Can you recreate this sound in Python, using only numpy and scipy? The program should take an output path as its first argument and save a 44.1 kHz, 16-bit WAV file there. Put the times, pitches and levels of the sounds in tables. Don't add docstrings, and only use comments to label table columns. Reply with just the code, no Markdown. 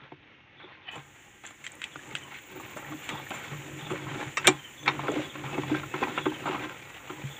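import sys
import numpy as np
from scipy import signal
from scipy.fft import rfft, irfft, next_fast_len
from scipy.io import wavfile
from scipy.ndimage import uniform_filter1d

SR = 44100
rng = np.random.default_rng(int(sys.argv[2]) if len(sys.argv) > 2 else 0)


def bounce(signal):
    frames = np.transpose(np.atleast_2d(signal))
    limited = np.clip(frames, -1, 1)
    pcm = np.round(limited * 32767).astype(np.int16)
    wavfile.write(sys.argv[1], SR, pcm)


def field_ratio(decibels):
    return 10 ** (np.asarray(decibels, dtype=float) / 20)


N = 325899
T = np.arange(N) / SR


def unit(x):
    return x / np.sqrt(np.mean(x ** 2))


def peak(x):
    return x / np.max(np.abs(x))


def colour(x, table):
    hz, db = np.transpose(table)
    size = next_fast_len(len(x))
    f = np.maximum(np.arange(size // 2 + 1) * SR / size, 1)
    gain = field_ratio(np.interp(np.log(f), np.log(hz), db))
    return irfft(rfft(x, size) * gain, size)[:len(x)]


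def band(x, lo_hz, hi_hz):
    sos = signal.butter(3, [lo_hz, min(hi_hz, SR / 2.2)], "bandpass", fs=SR, output="sos")
    return signal.sosfilt(sos, x)


def walk(rate):
    k = int(SR / rate)
    held = np.repeat(rng.standard_normal(N // k + 1), k)
    return 1.24 * uniform_filter1d(uniform_filter1d(held, k), k)[:N]


def curves(table):
    s, *columns = np.transpose(table)
    return [np.interp(T, s, c) for c in columns]


def rings(modes, longest_s=.3):
    hz, db, t60 = np.transpose(modes)[:, :, None]
    t = T[:SR // 4]
    decay = np.exp(-np.log(1000) * t / np.clip(t60, .005, longest_s))
    return field_ratio(db) * np.sin(2 * np.pi * hz * t) * decay


def add(out, x, s, db):
    i = int(s * SR)
    x = x[:N - i]
    out[i:i + len(x)] += peak(x) * field_ratio(db)


# (time [s], length [s], thread level [dB], bench sway level [dB], planks level [dB])
PUSHES = [(0., 0.087, -49.5, -77, -78), (0.582, 0.18, -52.5, -74, -75), (0.925, 0.069, -44.5, -73, -78),
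          (1.638, 0.75, -55.5, -82, -64), (2.065, 0.17, -51.5, -51.5, -57), (2.5, 0.24, -50, -57, -50),
          (2.76, 0.048, -45.5, -46, -60), (2.905, 0.043, -46, -40, -62), (3.067, 0.15, -44.5, -46.5, -48.5),
          (3.306, 0.21, -43, -51.5, -57), (3.502, 0.59, -47, -47, -50), (3.92, 0.33, -44.5, -45, -53),
          (4.104, 0.19, -39, -42, -45.5), (4.425, 0.13, -36, -40, -40.5), (4.864, 0.17, -41, -44, -41.5),
          (5.015, 0.27, -39, -44.5, -40), (5.36, 0.53, -44, -44.5, -44), (5.681, 0.071, -34, -32, -43),
          (5.816, 0.13, -63, -57, -46), (5.961, 0.11, -34.5, -53, -47), (6.118, 0.6, -43.5, -49, -44.5),
          (6.426, 0.25, -39.5, -60, -55), (7.167, 0.1, -50, -48, -51.5)]
# (time [s], level [dB])
REST = [
    (.3, -58),
    (1.4, -58),
    (3.2, -48),
    (4.7, -53.5),
    (6.9, -49),
]
PUSH_ATTACK_S, PUSH_RELEASE_S = 0.12, 0.15
REST_SWAY_DB, REST_PLANKS_DB = -13, -12.5


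def pushes():
    power = field_ratio(curves(REST)[0] + np.array([[0], [REST_SWAY_DB], [REST_PLANKS_DB]])) ** 2
    for s, length_s, *db in PUSHES:
        attack = (T - s) / PUSH_ATTACK_S
        release = (s + length_s - T) / PUSH_RELEASE_S
        shape = np.clip(np.minimum(attack, release) + .5, 0, 1)
        power = power + (field_ratio(np.array(db))[:, None] * shape) ** 2
    return np.sqrt(power)


def singing(x, modes):
    patchy_db = 4
    out = 0
    for hz, db, t60 in modes:
        radius = np.exp(-np.log(1000) / (t60 * SR))
        angle = 2 * np.pi * hz / SR
        poles = [1, -2 * radius * np.cos(angle), radius * radius]
        level = field_ratio(db + patchy_db * walk(rate=14))
        out = out + level * signal.lfilter([np.sin(angle)], poles, x)
    return unit(out)


# (frequency [Hz], level [dB], t60 [s])
SWAY = [(105, -16.5, 0.13), (140, 0.5, 0.22)]
# (frequency [Hz], level [dB], t60 [s])
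PLANKS = [(307.3, -1.5, 0.19), (313, -11.5, 0.15), (367.6, 1.5, 0.095), (473, -8, 0.073), (504, -17, 0.075)]
# (frequency [Hz], level [dB], t60 [s])
SLIDE = [(582, 6, 0.0098), (829.5, -7.5, 0.13), (892, -4, 0.088), (981, -5, 0.07), (1048, -8, 0.12),
         (1104, -3.5, 0.048), (1213, -3, 0.049), (1330, 1.5, 0.025)]
# (frequency [Hz], level [dB], t60 [s])
STEEL = [(1530, -12, 0.12), (1586, 5, 0.096), (1800, -1, 0.14), (1940, 0.5, 0.23), (2209, 6.5, 0.088),
         (2276, 8.5, 0.034), (2362, 5.5, 0.08), (2597, 8.5, 0.066), (2786, 7, 0.036), (3120, 6.5, 0.022),
         (3404, 7, 0.046), (3676, 2.5, 0.031), (3850, -11, 0.05), (4300, -23, 0.045)]
# (frequency [Hz], level [dB])
SCRAPE = [(290, -24), (500, -6), (609, -12), (807, -6.5), (1010, -11.5), (2350, -6.5), (3720, -15),
          (4980, -41), (6000, -24.5), (7800, -77), (13200, -120)]


def grind():
    thread, rocking, load = pushes()
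    slips = []
    for _ in range(5):
        noise = rng.standard_normal(N)
        uneven_db = np.minimum(3.5 * walk(rate=300) + 2.8 * walk(rate=45), 9)
        slips.append(noise * field_ratio(uneven_db))
    sway = unit(signal.fftconvolve(slips[0], rings(SWAY).sum(axis=0))[:N])
    planks = unit(signal.fftconvolve(slips[1], rings(PLANKS).sum(axis=0))[:N])
    sing = field_ratio(-4.5) * singing(slips[2], SLIDE) + field_ratio(-6) * singing(slips[3], STEEL)
    scrape = field_ratio(-3) * unit(colour(slips[4], SCRAPE))
    return rocking * sway + load * planks + thread * (sing + scrape)


# (time [s], peak level [dB], jaws re steel [dB], chatter [s])
TAPS = [(1.451, -28, -13, 0.0043), (1.464, -33, -7, 0.017), (1.64, -28, -6, 0.012),
        (1.826, -31, -13, 0.0074), (2.074, -33.5, -6, 0.0024), (2.34, -30, -33, 0.018),
        (2.385, -32, -11, 0.0034), (3.02, -31, -8, 0.033), (6.696, -28, -12, 0.0015),
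        (7.27, -35, -6, 0.003)]
# (time [s], peak level [dB], slide re steel [dB], jaws re steel [dB], chatter [s])
CLACKS = [(.597, -33.5, -9, -37, 0.012), (0.71, -36.5, -23, -40, 0.031), (0.956, -36, 7, -3.5, 0.0074),
          (1.436, -35, -3, -10, 0.007), (1.506, -36.5, -2, -5, 0.0034), (2.306, -32.5, -6, -22, 0.016),
          (2.597, -44, 7.5, 5.5, 0.019), (2.766, -30.5, -1.5, -4, 0.011), (3.093, -28.5, -5.5, -14, 0.006),
          (3.309, -30, 1, -12, 0.0023), (3.318, -22.5, -2.5, -17, 0.0012), (3.328, -31, -8, -3, .026),
          (3.435, -32, -9, -9, 0.014), (3.898, -27.5, 2.5, -11.5, 0.021), (4.226, -31.5, 5, -9, 0.0063),
          (4.444, -16.5, -16, -18, 0.012), (4.476, -16, 2.5, -2, 0.0081), (4.862, -15.5, -3.5, -50, 0.017),
          (6.455, -26.5, 4.5, -13, 0.017), (6.61, -30, -16, -12, 0.021), (6.9, -39, -2, -2, 0.0033)]
# (time [s], peak level [dB], planks re steel [dB], chatter [s])
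OPENING = [(0.123, -35, 4, 0.00097), (0.641, -39, -23, 0.0039), (1.959, -38, 0.5, 0.0044),
           (2.559, -37.5, 2.5, 0.012), (2.846, -33, -9, 0.048), (2.921, -38, 5, 0.017),
           (3.515, -38, 0, 0.014), (3.911, -31.5, 11, 0.0043), (3.937, -30, -21, 0.022),
           (4.068, -31, -15, 0.027), (4.114, -35, 3.5, 0.0013), (4.211, -29, -30, 0.0036)]
# (time [s], peak level [dB], planks re steel [dB], chatter [s])
CLOSING = [(4.993, -26, -27, 0.0046), (5.045, -29.5, -13, 0.052), (5.083, -21, -15, 0.0015),
           (5.159, -32, -7, 0.015), (5.354, -31, -9, 0.0082), (5.438, -32.5, -23, 0.0051),
           (5.53, -32, 3.5, 0.028), (5.579, -27.5, 9.5, 0.0069), (5.635, -27, -19, 0.002),
           (5.744, -24.5, -6, 0.006), (5.834, -35, -5, 0.0096), (5.94, -22.5, -1.5, 0.0089),
           (6.022, -20, 1, 0.014), (6.075, -29, 1.5, 0.024), (6.177, -19, -10.5, 0.0072),
           (6.256, -23.5, -40, 0.0084), (6.319, -36, -19, 0.0084), (6.488, -25, -10, 0.0019),
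           (6.542, -27.5, -2, 0.012), (7.098, -31, 2, 0.0064), (7.121, -39.5, 4, 0.0097)]
TAP_PLANKS_DB, TAP_SLIDE_DB = -45, -34.5
OPENING_SLIDE_DB, OPENING_JAWS_DB = -4.5, -28
CLOSING_SLIDE_DB, CLOSING_JAWS_DB = 2, -38
PLANKS_UNDER_SLIDE_DB = -8.5


def blows():
    taps = [(s, db, TAP_PLANKS_DB, TAP_SLIDE_DB, jaws, c) for s, db, jaws, c in TAPS]
    clacks = [(s, db, slide + PLANKS_UNDER_SLIDE_DB, slide, jaws, c) for s, db, slide, jaws, c in CLACKS]
    opening = [(s, db, planks, OPENING_SLIDE_DB, OPENING_JAWS_DB, c) for s, db, planks, c in OPENING]
    closing = [(s, db, planks, CLOSING_SLIDE_DB, CLOSING_JAWS_DB, c) for s, db, planks, c in CLOSING]
    return taps + clacks + opening + closing


# (frequency [Hz], level [dB], t60 [s])
JAWS = [(4870, -10, 0.1), (5000, -9, 0.08), (5470, 0.5, 0.076), (5770, 4, 0.066), (6460, -5, 0.1),
        (7294, 12, 0.095), (7470, -8, 0.061), (7605, -16, 0.071), (7700, -5, .3), (8500, -6, 0.11),
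        (9600, -27, 0.08)]
HARD_AT_SLIDE_DB, SOFT_AT_SLIDE_DB = -35, -0.5
RING_GROWS = .35


def knocks():
    out, t = np.zeros(N), T[:SR // 8]
    # modes, lowest Hz, highest Hz, crack dB
    parts = [(rings(STEEL), 1500, 4600, 4), (rings(SWAY + PLANKS), 160, 550, -8),
             (rings(SLIDE), 680, 1600, -3), (rings(JAWS, longest_s=0.19), 4900, 10000, 5)]
    for s, db, planks_db, slide_db, jaws_db, chatter_s in blows():
        hard = np.clip(slide_db / HARD_AT_SLIDE_DB, 0, 1)
        soft = np.clip(slide_db / SOFT_AT_SLIDE_DB, 0, .85)
        u = t / np.clip(chatter_s, .0005, .04)
        contacts = (1 - np.exp(-u / (0.41 + 0.86 * soft))) * np.exp(-u) * rng.standard_normal(len(t))
        bounces_db = uniform_filter1d(20 * rng.standard_normal(len(t)), size=SR // 1000)
        contacts = signal.lfilter([1, -hard], [1, -soft], contacts * field_ratio(bounces_db))
        for (bank, lo_hz, hi_hz, crack_db), rel_db in zip(parts, (0, planks_db, slide_db, jaws_db)):
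            struck = field_ratio(2.5 * rng.standard_normal(len(bank))) @ bank
            fade_s = 4 / lo_hz ** .55 * field_ratio(.4 * db - 14 * hard ** 2)
            struck *= np.exp(-T[:len(struck)] / fade_s)
            ring = band(signal.fftconvolve(struck, contacts), lo_hz, hi_hz)
            crack = band(np.pad(contacts, (0, len(ring) - len(t))), lo_hz, hi_hz)
            crack_gain = field_ratio(crack_db - RING_GROWS * (db + 42.0))
            add(out, peak(ring) + crack_gain * peak(crack), s - .0015, db + rel_db)
    return out


def chatter(chatter_s):
    u = T[:SR // 30] / np.clip(chatter_s, .0005, .008)
    return (1 - np.exp(-u / .5)) * np.exp(-u) * rng.standard_normal(len(u))


# (frequency [Hz], level [dB], t60 [s])
NECK = [(1330, -8, .09), (1631, -1, .07), (1900, -6, .05), (2143, -10, .069), (2256, -2, .033),
        (2358, -6, .084), (2659, -2, .09), (3100, -14, .04), (3693, -14, .05), (4920, -24, .08),
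        (5652, -13, .062), (7068, -20, .03), (7750, -15, .02)]
NUT = [(748, -11, .12), (1100, -8, .06), (1879, -6, .08), (2363, -2, .065), (2842, -8, .05),
       (3682, -2, .036), (5340, -21, .07), (5652, -14, .06), (6094, -16, .06), (6438, -16, .09),
       (6977, -10, .05), (7612, -10, .04), (8064, -28, .2), (8753, -21, .04)]
SHOULDER = [(824, -12, .07), (974, -4, .06), (1098, 2, .06), (1340, -8, .06), (1556, -9, .04),
            (1830, -7, .035), (2240, -4, .03), (2363, -1, .045), (2713, -7, .049), (3198, -13, .035),
            (3682, -6, .055), (4242, -12, .04), (5346, -31, .08), (5642, -26, .08), (6648, -29, .07)]
TIP = [(1082, -20, .03), (1976, -1, .025), (2620, 0, .028), (3289, -1, .025), (3828, -6, .025),
       (4600, -17, .02), (6481, -14, .02), (7698, -10, .02), (8721, -20, .02)]
# (time [s], peak level [dB], chatter [s], crack re ring [dB])
NECK_STRIKES = [
    (4.3705, -14, 0.003, 4),
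    (4.377, -16.5, 0.0025, -5),
]
NUT_STRIKES = [
    (4.4703, -7.5, 0.0028, 2),
    (4.4755, -3, 0.0018, 1.4),
    (4.483, -16, 0.004, 0),
]
SHOULDER_STRIKES = [
    (4.8778, -7.5, 0.0025, 1.6),
    (4.884, -11.5, 0.0024, 2.5),
]
TIP_STRIKES = [
    (1.665, -21.5, 0.0017, 9),
    (1.674, -34, 0.0013, 6),
    (1.817, -21, 0.0015, 5.6),
    (1.8402, -17.5, 0.0014, 8.7),
    (2.1519, -15, 0.0011, 7),
    (2.159, -31, 0.009, 3.6),
    (3.0905, -20, 0.0015, 8.3),
    (3.101, -29.5, 0.0018, 6),
    (3.305, -27, 0.0022, 6),
]
BLUNT_ABOVE_HZ = [8300, 10500, 5600, 9500]
SMEAR_DB, SMEAR_S = -31, .013


def strikes():
    out = np.zeros(N)
    struck_parts = (NECK, NUT, SHOULDER, TIP)
    landings = (NECK_STRIKES, NUT_STRIKES, SHOULDER_STRIKES, TIP_STRIKES)
    for modes, rows, top_hz in zip(struck_parts, landings, BLUNT_ABOVE_HZ):
        hz, mode_db, _ = np.transpose(modes)
        crack_colour = np.transpose([[*hz, 1.3 * hz[-1]], [*(1.2 * mode_db), -55]])
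        for s, db, chatter_s, crack_db in rows:
            contacts = band(band(chatter(chatter_s), 150, top_hz), 150, top_hz)
            rung = signal.fftconvolve(rings(modes, longest_s=0.17), contacts[None], axes=1)
            ring = (field_ratio(mode_db) / np.max(np.abs(rung), axis=1)) @ rung
            crack = colour(np.pad(contacts, (0, len(ring) - len(contacts))), crack_colour)
            crack = band(crack, .7 * hz[0], 1.1 * hz[-1])
            crack = crack * (T[:len(crack)] < .1)
            tail_n = len(contacts) * 2
            tail = rng.standard_normal(tail_n) * np.exp(-T[:tail_n] / SMEAR_S)
            crack = crack + field_ratio(SMEAR_DB) * signal.fftconvolve(crack, tail)[:len(crack)]
            add(out, peak(ring) + field_ratio(crack_db) * peak(crack), s, db)
    return out


# (time [s], peak level [dB], frequency [Hz])
SPOTS = [(0.12, -26, 887), (0.954, -35, 936), (1.958, -20.5, 1480), (1.992, -29.5, 1710), (2.11, -30, 2180),
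         (2.599, -26.5, 1130), (2.765, -25.5, 603), (2.846, -26, 1800), (2.921, -26, 1080),
         (3.09, -24, 900), (3.154, -29, 880), (3.199, -28, 860), (3.268, -25, 1800), (3.309, -23, 760),
         (3.317, -27.5, 653), (3.339, -29, 850), (3.449, -32, 2060), (3.91, -28, 814), (3.936, -21, 556),
         (4.068, -23, 1300), (4.118, -25.5, 1230), (4.211, -19.5, 1700), (4.861, -16, 2280),
         (4.993, -19.5, 870), (5.042, -29, 1090), (5.085, -14, 830), (5.09, -12.5, 427), (5.12, -20, 610),
         (5.194, -18, 560), (5.353, -28, 530), (5.437, -32, 860), (5.528, -26, 820), (5.58, -16.5, 840),
         (5.635, -24, 760), (5.699, -19.5, 840), (5.75, -18, 1560), (5.834, -21.5, 1380),
         (5.94, -15.5, 1056), (5.94, -17, 1310), (6.027, -13.5, 1020), (6.012, -28, 2520),
         (6.036, -13.5, 2420), (6.072, -16.5, 850), (6.089, -29, 810), (6.178, -22, 1073),
         (6.261, -18, 1120), (6.32, -26, 825), (6.456, -24, 870), (6.487, -21.5, 490), (6.543, -28, 1090),
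         (6.476, -16, 870), (6.595, -24, 2450), (6.609, -27, 1070), (6.645, -26, 1480), (6.655, -32, 770),
         (6.695, -29, 1470), (7.097, -29, 1330)]
SPOT_UNDER_DB, SPOT_CYCLES, SPOT_CHATTER_S = -7, 36, .0022


def spots():
    out = np.zeros(N)
    for s, db, hz in SPOTS:
        t60 = SPOT_CYCLES / hz
        note = rings([(hz, 0, t60), (0.812 * hz, -6, t60)]).sum(axis=0)
        add(out, signal.fftconvolve(note, chatter(SPOT_CHATTER_S)), s - .001, db + SPOT_UNDER_DB)
    return out


# (time [s], peak level [dB], centre frequency [Hz])
TICKS = [(1.4645, -29, 7000), (1.4742, -31, 6660), (1.6754, -39, 6660), (1.719, -33, 7060),
         (2.0906, -43, 7150), (2.17, -42, 6400), (2.184, -38, 6400), (2.2368, -40, 6900),
         (4.862, -42, 6900), (5.118, -29, 6700)]
# (time [s], peak level [dB], centre frequency [Hz], fade [s], spread [ratio])
PINGS = [
    (1.754, -32, 9500, .0008, 1.5),
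    (3.295, -27, 11300, 0.0016, 1.07),
    (4.4707, -1, 13400, .003, 1),
]
TICK_FADE_S, TICK_SPREAD = 0.002, 1.14


def ticks():
    out, t = np.zeros(N), T[:SR // 40]
    for s, db, hz, fade_s, spread in [(*tick, TICK_FADE_S, TICK_SPREAD) for tick in TICKS] + PINGS:
        burst = rng.standard_normal(len(t)) * np.exp(-t / fade_s)
        ratio = max(spread, 1.02)
        add(out, band(burst, hz / ratio, hz * ratio) + 0.17 * band(burst, 2700, 9100), s, db)
    return out


# (time [s], level [dB])
SQUEAL = [
    (.84, -64),
    (.875, -42.5),
    (.89, -34.5),
    (.905, -44),
    (.93, -43),
    (.96, -45),
    (.99, -65),
]
# (frequency [Hz], level [dB], t60 [s])
COLLAR = [(1950, -6, .02), (2540, 0, .025), (3000, -2, .025), (780, -11, .025), (1300, -12, .01),
          (4420, -23, .08)]


def squeal():
    db, = curves(SQUEAL)
    inside = (T > SQUEAL[0][0]) & (T < SQUEAL[-1][0])
    rubbing = signal.fftconvolve(rng.standard_normal(N), rings(COLLAR).sum(axis=0))[:N]
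    return inside * field_ratio(db) * unit(band(rubbing, 790, 3500))


# (time [s], peak level [dB], centre frequency [Hz])
JOLTS = [(0.024, -50.5, 111), (0.637, -41.5, 400), (0.97, -40, 140), (2.131, -40, 140), (2.906, -33, 306),
         (3.129, -34.5, 136), (3.516, -33, 140), (3.768, -37, 152), (4.478, -16, 310), (5.094, -23, 414),
         (5.711, -17.5, 325), (5.721, -23, 320), (5.134, -26, 330), (5.16, -22.5, 300), (6.018, -22.5, 346),
         (6.258, -15.5, 316), (6.49, -24.5, 370), (7.238, -28, 136)]


def jolts():
    out, bank = np.zeros(N), rings(SWAY + PLANKS)
    modes_hz = np.transpose(SWAY + PLANKS)[0]
    push = rng.standard_normal((len(JOLTS), SR // 50)) * np.hanning(SR // 50)
    for (s, db, hz), p in zip(JOLTS, push):
        nearest = field_ratio(-18 * np.abs(np.log2(modes_hz / hz))) @ bank
        add(out, signal.fftconvolve(nearest, band(p, 0.75 * hz, 2.84 * hz)), s - .006, db)
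    return out


# (time [s], first level [dB], second level [dB])
LONG_PAIRS = [(-.05, -74, -50.5), (.563, -50, -45.5), (.824, -53, -66), (1.905, -48, -61),
              (3.105, -42, -42.5), (3.787, -43, -40), (4.715, -54, -45), (4.822, -42, -70),
              (5.07, -42, -68), (5.232, -41.5, -39), (6.147, -43, -40.5), (7.295, -42, -41)]
# (time [s], first level [dB], second level [dB])
CLIPPED_PAIRS = [
    (2.218, -41.5, -70),
    (4.586, -42, -40),
    (6.283, -41, -42),
]
# (length [s], first frequency [Hz], last frequency [Hz], hoarseness [0-1])
LONG_CHIRP = (.048, 3660, 3240, .9)
CLIPPED_CHIRP = (.028, 3260, 2900, .35)
# (time [s], length [s], first frequency [Hz], last frequency [Hz], hoarseness [0-1], level [dB])
WHISTLE = (4.778, .07, 6130, 6290, .1, -52)
PAIR_GAP_S = .052


def chirps():
    calls = [WHISTLE]
    for pairs, chirp in ((LONG_PAIRS, LONG_CHIRP), (CLIPPED_PAIRS, CLIPPED_CHIRP)):
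        for s, *dbs in pairs:
            for k, db in enumerate(dbs):
                start_s = s + k * PAIR_GAP_S
                if start_s >= 0:
                    calls.append((start_s, *chirp, db))
    return calls


def birds():
    out, flutter = np.zeros(N), walk(rate=330)
    for s, length_s, first_hz, last_hz, hoarse, db in chirps():
        hz = np.linspace(first_hz, last_hz, int(length_s * SR))
        unsteady = uniform_filter1d(rng.standard_normal(len(hz)), size=SR // 500)
        hz = hz * (1 + .4 * hoarse ** 2 * unsteady)
        voice = np.hanning(len(hz)) ** .6 * np.sin(2 * np.pi * np.cumsum(hz) / SR)
        add(out, voice * (1 + .8 * hoarse * np.resize(flutter[int(s * SR):], len(hz))), s, db)
    t = T[:SR // 5]
    scatter = rng.standard_normal(len(t)) * np.exp(-t / .04)
    return out + field_ratio(-32) * signal.fftconvolve(out, scatter)[:N]


# (time [s], hiss level [dB], cricket level [dB], near cricket's share [0-1])
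GARDEN = [
    (1.1, -62.5, -75, .2),
    (1.55, -60.5, -74, .2),
    (2.22, -55.5, -71, .3),
    (2.45, -57.5, -60.5, .75),
    (3.22, -54.5, -64, 0.3),
    (4.01, -54.5, -69, 0.25),
    (4.9, -55.5, -68, 0.2),
    (6.25, -53.5, -65, 0.15),
    (6.81, -57, -68, 0.2),
    (7.39, -55.5, -63, .2),
]
# (frequency [Hz], level [dB per Hz])
HISS = [(18, -43), (30, -21), (336, -3), (740, -30), (866, -42), (988, -27), (1860, -4), (2290, -6.5),
        (3060, -8.5), (4780, -33.5), (7090, -7), (8520, -22.5), (11400, -33.5), (14800, -27), (16000, -36)]
# (time [s], frequency [Hz])
CRICKET_PITCH = [
    (2.5, 15450),
    (2.9, 14800),
    (3.3, 14400),
    (3.8, 14500),
    (4.4, 14900),
]
CRICKET_HZ, CRICKET_START_S, CRICKET_WIDTH_HZ = 20.65, .001, 950


def garden():
    hiss_db, cricket_db, near = curves(GARDEN)
    hiss = colour(rng.standard_normal(N) * field_ratio(1.0 * walk(rate=12)), HISS)
    hiss = hiss / np.sqrt(np.mean(band(hiss, 4300, 11000) ** 2))
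    cicada = unit(band(rng.standard_normal(N), 9230, 9640)) * field_ratio(-18.0 + 1.5 * walk(rate=6.0))
    turn = 2 * np.pi * CRICKET_HZ * (T - CRICKET_START_S) + .25 * walk(rate=8)
    depth = np.clip(near, 0, .9)
    strokes = (1 + depth * np.cos(turn)) * (1 + .5 * depth * np.cos(4 * turn))
    strokes = strokes * field_ratio(1.2 * walk(rate=18))
    carrier = np.sin(2 * np.pi * np.cumsum(curves(CRICKET_PITCH)[0]) / SR)
    cricket = unit(band(rng.standard_normal(N), 5, CRICKET_WIDTH_HZ) * carrier * strokes)
    breeze_db = -65.5 + 0.67 * walk(rate=8.1) + 0.93 * T
    breeze = unit(band(rng.standard_normal(N), 42, 128)) * field_ratio(breeze_db)
    return field_ratio(hiss_db - 0.62) * (hiss + cicada) + field_ratio(cricket_db + 3.5) * cricket + breeze


# (frequency [Hz], level [dB])
PORT = [(4000, -2.5), (5000, -22.5), (6300, -4), (8500, 1.5), (11300, -14), (13500, -20)]


def scene():
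    vise = colour(knocks() + ticks(), PORT) + strikes() + spots() + squeal() + jolts() + grind()
    return (vise + birds() + garden())[None]


# (frequency [Hz], level [dB])
EDGES = [(30, -13.5), (60, -6), (110, 0.5), (15500, -1.5), (15620, -50), (16600, -56), (16700, -85)]
# (frequency [Hz], level [dB])
MUFFLE = [(3600, -1), (4500, -2), (5500, -7), (6750, -25), (6900, -79)]
TREBLE_OPENS_S = .913


def microphone(x):
    x = colour(x, EDGES)
    return np.where(T < TREBLE_OPENS_S, colour(x, MUFFLE), x)


def top_cut(x):
    return signal.sosfilt(signal.butter(12, 16660, fs=SR, output="sos"), x)


def record(dry):
    mix = microphone(dry[0])[None]
    return top_cut(mix)


dry = scene()
out = record(dry)
bounce(out)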